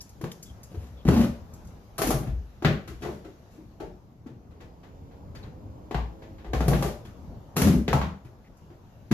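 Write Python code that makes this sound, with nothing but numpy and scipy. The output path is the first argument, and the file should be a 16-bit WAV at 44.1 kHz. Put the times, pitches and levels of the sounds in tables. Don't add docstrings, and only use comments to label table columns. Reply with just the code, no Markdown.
import sys
import numpy as np
from scipy import signal
from scipy.fft import rfft, irfft, next_fast_len
from scipy.io import wavfile
from scipy.ndimage import uniform_filter1d

SR = 44100
rng = np.random.default_rng(int(sys.argv[2]) if len(sys.argv) > 2 else 0)


def store_pcm(level_fs):
    pcm = np.round(np.clip(level_fs, -1, 1) * 32767).astype(np.int16)
    wavfile.write(sys.argv[1], SR, np.atleast_2d(pcm).T)


N = 402633

# t/s, knock/dB, struck spot f/Hz, rattle/dB, tick/dB
STRIKES = [(.212, -35, 340, -50, -50), (.239, -29.5, 353, -42.5, -54), (.745, -36, 303, -57, -66),
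           (1.051, -32, 332, -47, -56), (1.077, -31, 300, -41, -50), (1.086, -16, 340, -32.5, -43),
           (1.98, -32, 503, -36, -29), (1.987, -21.5, 630, -41, -37), (2.017, -19, 487, -29, -24),
           (2.07, -17, 316, -38.5, -26.5), (2.105, -18, 560, -33.5, -25.5), (2.23, -31, 450, -48, -81),
           (2.269, -35.5, 495, -47, -65), (2.622, -22.5, 364, -41.5, -59), (2.647, -10, 485, -19.5, -63),
           (2.875, -34.5, 310, -42, -48.5), (3.02, -28.5, 373, -39.5, -51), (3.031, -28.5, 394, -40.5, -56),
           (3.047, -23.5, 392, -41.5, -75), (3.245, -34.5, 384, -50, -64), (3.8, -25.5, 420, -44.5, -59),
           (4.262, -36, 300, -53.5, -68), (4.505, -52, 404, -60, -78), (4.603, -40.5, 445, -48.5, -67),
           (4.83, -46, 635, -52, -75), (5.11, -47, 474, -58, -89), (5.349, -44, 339, -46, -59),
           (5.435, -44, 425, -50, -76), (5.91, -23, 416, -40.5, -60), (5.944, -22, 845, -32, -69),
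           (6.22, -43.5, 530, -48.5, -78), (6.38, -55, 412, -50.5, -86), (6.444, -37, 470, -48.5, -83),
           (6.462, -37.5, 320, -53.5, -73), (6.533, -16.5, 444, -31.5, -48), (6.605, -21, 464, -34.5, -48),
           (6.681, -16.5, 480, -34.5, -29), (6.715, -17.5, 480, -45, -46), (6.732, -25.5, 325, -29.5, -67),
           (6.824, -19.5, 483, -34, -35), (6.84, -26, 466, -51, -52), (7.05, -45.5, 344, -50.5, -57),
           (7.559, -31, 380, -53, -54), (7.565, -25, 397, -29, -30), (7.617, -29, 397, -28, -25.5),
           (7.671, -19, 310, -33, -34), (7.879, -15, 445, -27, -52), (7.929, -12, 830, -27.5, -39),
           (8.014, -24.5, 865, -32, -67), (8.247, -43.5, 301, -58, -62.5), (8.7, -42.5, 342, -60, -93),
           (9.112, -16, 332, -28, -41)]
# f/Hz, level/dB, t60/s
DECK_MODES = [(279.7, -4, 0.053), (339.7, -2.5, 0.076), (414.7, 0.5, 0.04), (470, -5, 0.06),
              (573.5, -3, 0.03), (644, -4.5, 0.052), (756.5, -2.5, 0.043), (845, 0, 0.03),
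              (971, 1.5, 0.021), (1147, -2.5, 0.031), (1323, 3, 0.016)]
# f/Hz, level/dB
RATTLE_SPECTRUM = [(600, -5.5), (1000, 5.5), (1600, 4), (2500, -2), (4200, -9.5), (6000, -24.5)]
CLICK_SPECTRUM = [(3300, -15), (4800, 6.5), (7800, 12), (9500, -25)]
TICK_SPECTRUM = [(7500, -16), (9000, 4.5), (15000, -9)]
# t/s, level/dB, f/Hz
PLYWOOD_THUMPS = [(.21, -40, 232), (.235, -22.5, 150), (0.741, -36, 101), (.774, -28, 95), (1.054, -16.5, 214),
                  (1.081, -9, 172), (1.121, -12.5, 247), (1.167, -13.5, 208), (1.193, -13, 230),
                  (1.244, -26.5, 235), (2.043, -23, 273), (2.087, -20, 264), (2.14, -17.5, 142),
                  (2.205, -23, 144), (2.272, -21.5, 128), (2.647, -10, 148), (2.668, -15, 205.4),
                  (2.686, -15, 96.4), (2.885, -34, 112), (3.034, -28, 185), (3.254, -34.5, 344),
                  (3.58, -36.5, 307), (3.805, -32.5, 387), (3.849, -34.5, 176), (4.261, -33.5, 268),
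                  (4.306, -37, 118), (5.913, -29.5, 347), (5.947, -22, 157), (6.537, -21, 133),
                  (6.607, -19.5, 171), (6.681, -10.5, 144), (6.723, -12.5, 159), (6.795, -17, 149),
                  (6.832, -24, 136), (7.565, -22.5, 164), (7.619, -9.5, 180), (7.664, -8.5, 188),
                  (7.697, -7, 173.5), (7.741, -10.5, 224), (7.884, -16.5, 183), (7.937, -12, 150),
                  (7.953, -17, 180), (8.016, -20.5, 178), (8.059, -24.5, 176), (8.253, -34.5, 107),
                  (9.108, -22, 175), (9.113, -8, 175)]
# t/s, level/dB, f/Hz, hold/s
CAVITY_BOOMS = [(0.759, -36, 62.9, 0.052), (.905, -39, 63.3, 0.037), (1.05, -19.5, 73, .03),
                (1.148, -25, 66.7, 0.025), (1.269, -30.5, 72, 0.013), (2.03, -28.5, 54.2, 0.13),
                (2.28, -23.5, 55.3, 0.066), (2.651, -25, 67, .01), (2.885, -36, 64, 0.014),
                (3.051, -41.5, 66.8, 0.087), (3.81, -41, 53.8, 0.055), (5.94, -24, 56.7, 0.057),
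                (6.465, -29, 56, .02), (6.551, -21.5, 55.3, .18), (6.84, -30, 54.8, .02),
                (7.62, -19.5, 77.8, 0.039), (7.75, -22.5, 71.4, 0.013), (7.894, -25, 71.7, 0.12)]
# t/s, length/s, rolling/dB, its swell/(dB/s), hiss/dB, its swell/(dB/s)
RAMP_RIDES = [(.7, 0.18, -54, -5, -72.5, 7), (1.06, 0.17, -34.5, 31, -55.5, 48),
              (1.978, 0.12, -38, 14, -44, -5), (3.0, 0.14, -44.5, -27, -61, -35),
              (3.497, 0.054, -58, 63, -68, -35), (6.53, 0.34, -44.5, 25, -60.5, 31),
              (7.56, 0.17, -28, -47, -33, -110)]
# f/Hz, level/dB
GRIT_SPECTRUM = [(59, -44.5), (100, 3), (173, 1), (244, -2.5), (305, -15), (604, -7.5), (670, -16),
                 (755, -14.5), (1140, -23), (6000, -40.5), (7800, -77), (13200, -120)]
BEARING_SPECTRUM = [(2500, 2), (5000, 0.5), (9000, 9), (14000, 2)]
# f/Hz, level/dB, t60/s
PANEL_MODES = [(143, 6, 0.044), (185, 4, 0.057), (230, 0, 0.039), (277, -3, 0.093)]
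# t/s, level/dB
HARDWARE_TICKS = [(0.012, -42.5), (.091, -52.5), (.099, -69), (0.315, -43.5), (.426, -40.5), (.631, -44.5),
                  (1.536, -49), (1.648, -57), (1.671, -54.5), (8.569, -58.5)]
# t/s, length/s, start f/Hz, end f/Hz, level/dB, bandwidth/Hz
SQUEAK_GLIDES = [(0.005, 0.011, 5360, 5500, -49, 201), (0.315, 0.0068, 3520, 3500, -49, 600),
                 (0.45, 0.075, 3580, 3090, -68, 200), (0.965, 0.062, 3570, 3160, -70, 250),
                 (5.353, 0.028, 4630, 4550, -59, 100), (5.428, 0.015, 4040, 3980, -57, 200),
                 (7.046, 0.034, 3330, 3450, -65, 150), (8.246, 0.045, 2450, 2300, -69, 300),
                 (8.436, 0.055, 2090, 2050, -66, 496), (8.875, 0.175, 2760, 2700, -76, 60)]
# t/s, direct gain/dB, left over right/dB
SKATER_PATH = [(0, 2, 3), (1.302, 2, 2), (1.9, -3, 2), (2.5, -3, 3), (3.5, -12, 2.5), (5.7, -1.5, 4),
               (6.4, -3, 2.5), (7.401, 0.5, 2), (9.2, -7.5, 2)]
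# f/Hz, t60/s
GARAGE_T60 = [(60, 0.21), (160, 0.39), (420, 0.43), (1100, 0.38), (2900, 0.36), (7700, 0.35), (14000, 0.33)]
# f/Hz, left-right coherence
COHERENCE = [(60, 0.83), (250, .96), (500, 0.75), (1000, 0.12), (2000, 0.063), (8000, 0.056)]
# f/Hz, level/dB
STREET_SPECTRUM = [(18, -62), (30, -3.5), (59, 6.5), (154, -9), (180, -5), (240, -12.5), (426, -19.5),
                   (497, -19), (978, -26), (1920, -39.5), (4200, -45.5), (8470, -47.5), (9890, -48.5),
                   (13900, -46.5), (15000, -63)]
# t/s, level/dB, treble gain/dB
STREET_SWELL = [(0, -44, 3), (1.5, -40, 0.5), (2.502, -43, 1), (3.4, -43, 2), (4.3, -45, -5), (5, -42, -5),
                (5.502, -37.5, -9.5), (6.3, -40, -5), (7.2, -36.5, -4.5), (8.3, -44, -2), (9.2, -43.5, 0.5)]
# t/s, firing f/Hz, level/dB
ENGINE_PASS = [(4.1, 76.2, -67), (4.5, 81.45, -59.5), (5.0, 90.4, -54.5), (5.6, 102.5, -55),
               (6.2, 107.5, -52.5), (6.7, 108.1, -56)]
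# multiple of firing rate, level/dB
ENGINE_HARMONICS = [(1, 6), (2, -1), (3, 6), (4, -1.5), (5, 2.5), (6, -3)]
# f/Hz, gain/dB
MIC_RESPONSE = [(18, -22.5), (33, -9.5), (60, -4), (6500, 5.5), (7800, -2), (8600, -12), (9600, -5),
                (11500, 2), (14000, 0.5)]


def gain(db):
    return 10 ** (np.asarray(db) / 20)


def unit_rms(x):
    return x / np.sqrt(np.mean(x ** 2) + 1e-20)


def lookup(table, hz):
    table_hz, value = np.transpose(table)
    return np.interp(np.log(hz + 1), np.log(table_hz + 1), value)


def curves(table, t):
    table_s, *columns = np.transpose(table)
    return [np.interp(t, table_s, column) for column in columns]


def filtered(x, spectrum):
    size = x.shape[-1]
    return irfft(rfft(x) * gain(lookup(spectrum, np.fft.rfftfreq(size, 1 / SR))), size)


def noise(size, spectrum):
    return unit_rms(filtered(rng.standard_normal(size), spectrum))


def diffuse_noise(field_db):
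    a, b, c, d = rng.standard_normal((field_db.shape[1], len(field_db), 4)).T
    hz = np.linspace(0, SR / 2, len(field_db))
    coherence = np.clip(lookup(COHERENCE, hz), 0, 1)[:, None]
    left = a + 1j * b
    right = coherence * left + np.sqrt(1 - coherence ** 2) * (c + 1j * d)
    size = 2 * len(field_db) - 2
    return signal.istft(gain(field_db) * [left, right], nperseg=size, noverlap=3 * size // 4)[1]


def add(mix, start_s, sound):
    part = mix[round(start_s * SR):][:len(sound)]
    part += sound[:len(part)]


def deck_knock(t, spot_hz, contact_s):
    phases = rng.uniform(0, 2 * np.pi, len(DECK_MODES))
    ring = np.zeros(len(t))
    for (hz, db, t60_s), phase in zip(DECK_MODES, phases):
        octaves_off = abs(np.log2(hz / spot_hz))
        ring += gain(db - 8.1 * octaves_off - 60 * t / t60_s) * np.sin(2 * np.pi * hz * t + phase)
    knock = ring * (1 - np.exp(-t / (0.00056 + contact_s)))
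    return knock / abs(knock).max()


def wheel_clacks():
    direct, send, t = np.zeros((2, N)), np.zeros(N), np.arange(3072) / SR
    crack = gain(-60 * t / 0.036)
    shake = gain(-60 * t / 0.062) * (1 - np.exp(-t / 0.001))
    taper = signal.windows.tukey(2 * len(t), 0.5)[len(t):]
    spectra = RATTLE_SPECTRUM, CLICK_SPECTRUM, TICK_SPECTRUM
    pulses = [unit_rms(filtered(signal.unit_impulse(len(t), idx=64), band)) for band in spectra]
    for start_s, knock_db, spot_hz, rattle_db, tick_db in STRIKES:
        click_db = rattle_db + 0.41 * (tick_db - rattle_db) - 10
        levels = gain([rattle_db, click_db, tick_db])
        contact_s = 0.00058 * gain(0.64 * (-15.5 - knock_db))
        knock = gain(knock_db) * deck_knock(t, spot_hz, contact_s)
        rattles = np.zeros((2, len(t)))
        for rattle in rattles:
            for level, band, envelope in zip(levels, spectra, (crack, shake, shake)):
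                rattle += level * envelope * noise(len(t), band)
        rattles *= 1 - np.exp(-t / contact_s)
        scuff = rfft(rng.standard_normal(len(t)) * np.exp(-t / contact_s))
        jolt = sum(level * pulse for level, pulse in zip(levels, pulses))
        jolt = irfft(rfft(jolt) * scuff / abs(scuff), len(t)) * taper
        impact = knock + gain(-18.5) * jolt
        add(direct[0], start_s, impact + rattles[0])
        add(direct[1], start_s, impact + 0.5 * rattles[0] + 0.87 * rattles[1])
        add(send, start_s, gain(-2) * knock + gain(-13.5) * jolt)
    return direct, send


def panel_thumps(rise_s=0.0024, t60_cycles=10.6):
    out, t = np.zeros(N), np.arange(12000) / SR
    for start_s, db, hz in PLYWOOD_THUMPS:
        ring = np.sin(2 * np.pi * hz * t) + 0.19 * np.sin(2 * np.pi * 1.386 * hz * t)
        envelope = (1 - np.exp(-t / rise_s)) * gain(-60 * t * hz / t60_cycles)
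        add(out, start_s, gain(db) * ring * envelope / envelope.max())
    return out


def ramp_booms(rise_s=0.022, fall_db_per_s=159):
    out, t = np.zeros(N), np.arange(SR * 3 // 5) / SR
    for start_s, db, hz, hold_s in CAVITY_BOOMS:
        wander = unit_rms(uniform_filter1d(rng.standard_normal(len(t)), 900))
        tone = np.sqrt(2) * np.sin(2 * np.pi * np.cumsum(hz * (1 + 0.15 * wander)) / SR)
        rise = np.sin(np.pi / 2 * np.minimum(t / rise_s, 1)) ** 2
        fall_db = fall_db_per_s * np.maximum(t - rise_s - hold_s, 0)
        add(out, start_s, rise * gain(db - fall_db) * tone)
    return out


def panel_bumps(size, bumps_per_s=70, spread_db=1.5):
    out, t = np.zeros(size), np.arange(4000) / SR
    chance, pick, strength = rng.random((size, 3)).T
    hits = (chance < bumps_per_s / SR) * gain(-spread_db * np.log(1 - 0.98 * strength))
    mode = np.floor(pick * len(PANEL_MODES))
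    for k, (hz, db, t60_s) in enumerate(PANEL_MODES):
        ring = gain(db - 60 * t / t60_s) * np.sin(2 * np.pi * hz * t)
        out += signal.oaconvolve(hits * (mode == k), ring)[:size]
    return out


def wheel_roll(rise_s=0.0123, fall_db_per_s=298):
    out, t = np.zeros(N), np.arange(SR // 2) / SR
    for start_s, length_s, roll_db, roll_db_per_s, hiss_db, hiss_db_per_s in RAMP_RIDES:
        ridden_s = np.minimum(t, length_s)
        envelope = np.minimum(t / rise_s, 1) * gain(-fall_db_per_s * (t - ridden_s))
        grit, fizz, grain = rng.standard_normal((len(t), 3)).T
        roughness = gain(3 * unit_rms(uniform_filter1d(grain, 200)))
        body = roughness * unit_rms(filtered(grit, GRIT_SPECTRUM)) + gain(3.5) * panel_bumps(len(t))
        body *= gain(roll_db + roll_db_per_s * ridden_s)
        hiss = roughness * unit_rms(filtered(fizz, BEARING_SPECTRUM))
        hiss *= gain(hiss_db + hiss_db_per_s * ridden_s)
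        add(out, start_s, envelope * (body + hiss))
    return out


def hardware_ticks(rise_s=0.003, t60_s=0.054):
    out, t = np.zeros(N), np.arange(3072) / SR
    for start_s, db in HARDWARE_TICKS:
        top, body = rng.standard_normal((len(t), 2)).T
        top = unit_rms(filtered(top, TICK_SPECTRUM))
        body = gain(-2.5) * unit_rms(filtered(body, CLICK_SPECTRUM))
        envelope = (1 - np.exp(-t / rise_s)) * gain(db - 60 * t / t60_s)
        add(out, start_s, envelope * (top + body))
    return out


def bearing_squeaks():
    out = np.zeros(N)
    for start_s, length_s, start_hz, end_hz, db, bandwidth_hz in SQUEAK_GLIDES:
        hz = np.linspace(start_hz, end_hz, round(length_s * SR))
        pole = np.exp(-np.pi * bandwidth_hz / SR)
        real, imag = signal.lfilter([1], [1, -pole], rng.standard_normal((len(hz), 2)).T)
        tone = ((real + 1j * imag) * np.exp(2j * np.pi * np.cumsum(hz) / SR)).real
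        add(out, start_s, gain(db) * unit_rms(tone) * signal.windows.tukey(len(hz), 0.4))
    return out


def garage_reverb(send, tails=4, crossfade_s=0.045):
    t, hz = np.arange(260) * 128 / SR, np.fft.rfftfreq(512, 1 / SR)
    position = np.arange(N) / SR / crossfade_s
    out = np.zeros((2, N))
    for k in range(tails):
        tail = diffuse_noise(-60 * t / lookup(GARAGE_T60, hz)[:, None])
        tail *= np.clip((np.arange(tail.shape[1]) / SR - 0.001) / 0.001, 0, 1)
        tail /= np.linalg.norm(tail[0])
        share = np.cos(np.pi / 2 * np.minimum(abs((position - k) % tails - tails / 2), 1))
        out += signal.fftconvolve((share * send)[None], tail, axes=1)[:, :N]
    return out


def street_noise():
    t, hz = np.arange(N // 256 + 5) * 256 / SR, np.fft.rfftfreq(1024, 1 / SR)
    level_db, treble_db = curves(STREET_SWELL, t)
    patches = rng.standard_normal((len(t), len(hz))).T
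    patches_db = 1.9 * unit_rms(uniform_filter1d(uniform_filter1d(patches, 8, axis=0), 12, axis=1))
    shelf = np.clip(np.log2(hz / 900 + 1e-9), 0, 1)[:, None]
    colour_db = lookup(STREET_SPECTRUM, hz)[:, None]
    colour_db -= 10 * np.log10(np.sum(gain(2 * colour_db)))
    field_db = colour_db + patches_db + level_db + shelf * treble_db
    return diffuse_noise(field_db)[:, :N] * np.sqrt(2 / 3) * gain([[0.8], [-0.8]])


def passing_engine(roar_db=4):
    start_s, end_s = ENGINE_PASS[0][0], ENGINE_PASS[-1][0]
    firing_hz, db = curves(ENGINE_PASS, np.arange(start_s, end_s, 1 / SR))
    out, size = np.zeros(N), len(firing_hz)
    cycles = np.cumsum(firing_hz) / SR
    wavers = uniform_filter1d(rng.standard_normal((size, len(ENGINE_HARMONICS))), 4000, axis=0).T
    tone = sum(gain(harmonic_db + unit_rms(waver)) * np.sin(2 * np.pi * k * cycles)
               for (k, harmonic_db), waver in zip(ENGINE_HARMONICS, wavers))
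    roar = gain(roar_db) * noise(size, STREET_SPECTRUM)
    add(out, start_s, gain(db) * (unit_rms(tone) + roar) * signal.windows.tukey(size, 0.3))
    return gain([[-1.5], [1.5]]) * [np.roll(out, shift=18), out]


def scene():
    direct_db, side_db = curves(SKATER_PATH, np.arange(N) / SR)
    clacks, clack_send = wheel_clacks()
    roll, ticks, thumps, squeaks = wheel_roll(), hardware_ticks(), panel_thumps(), bearing_squeaks()
    direct = gain(direct_db) * (clacks + roll + ticks + squeaks)
    direct += gain(0.5 * direct_db) * thumps + ramp_booms()
    direct[1] = np.roll(direct[1], shift=4)
    send = (gain(2) * clack_send + gain(0.5) * roll + gain(-2.5) * ticks
            + gain(-13) * squeaks + gain(-0.5) * thumps)
    inside = (direct + garage_reverb(send)) * gain([side_db / 2, -side_db / 2])
    return inside + passing_engine() + street_noise()


def record(dry):
    cutoff_hz = 14750
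    padded = np.pad(dry, ((0, 0), (0, next_fast_len(N + 4096) - N)))
    heard = filtered(padded, MIC_RESPONSE)[:, :N]
    lowpass = signal.firwin(511, cutoff_hz, window=("kaiser", 9), fs=SR)
    return signal.oaconvolve(heard, lowpass[None], "same")


dry = scene()
out = record(dry)
store_pcm(out)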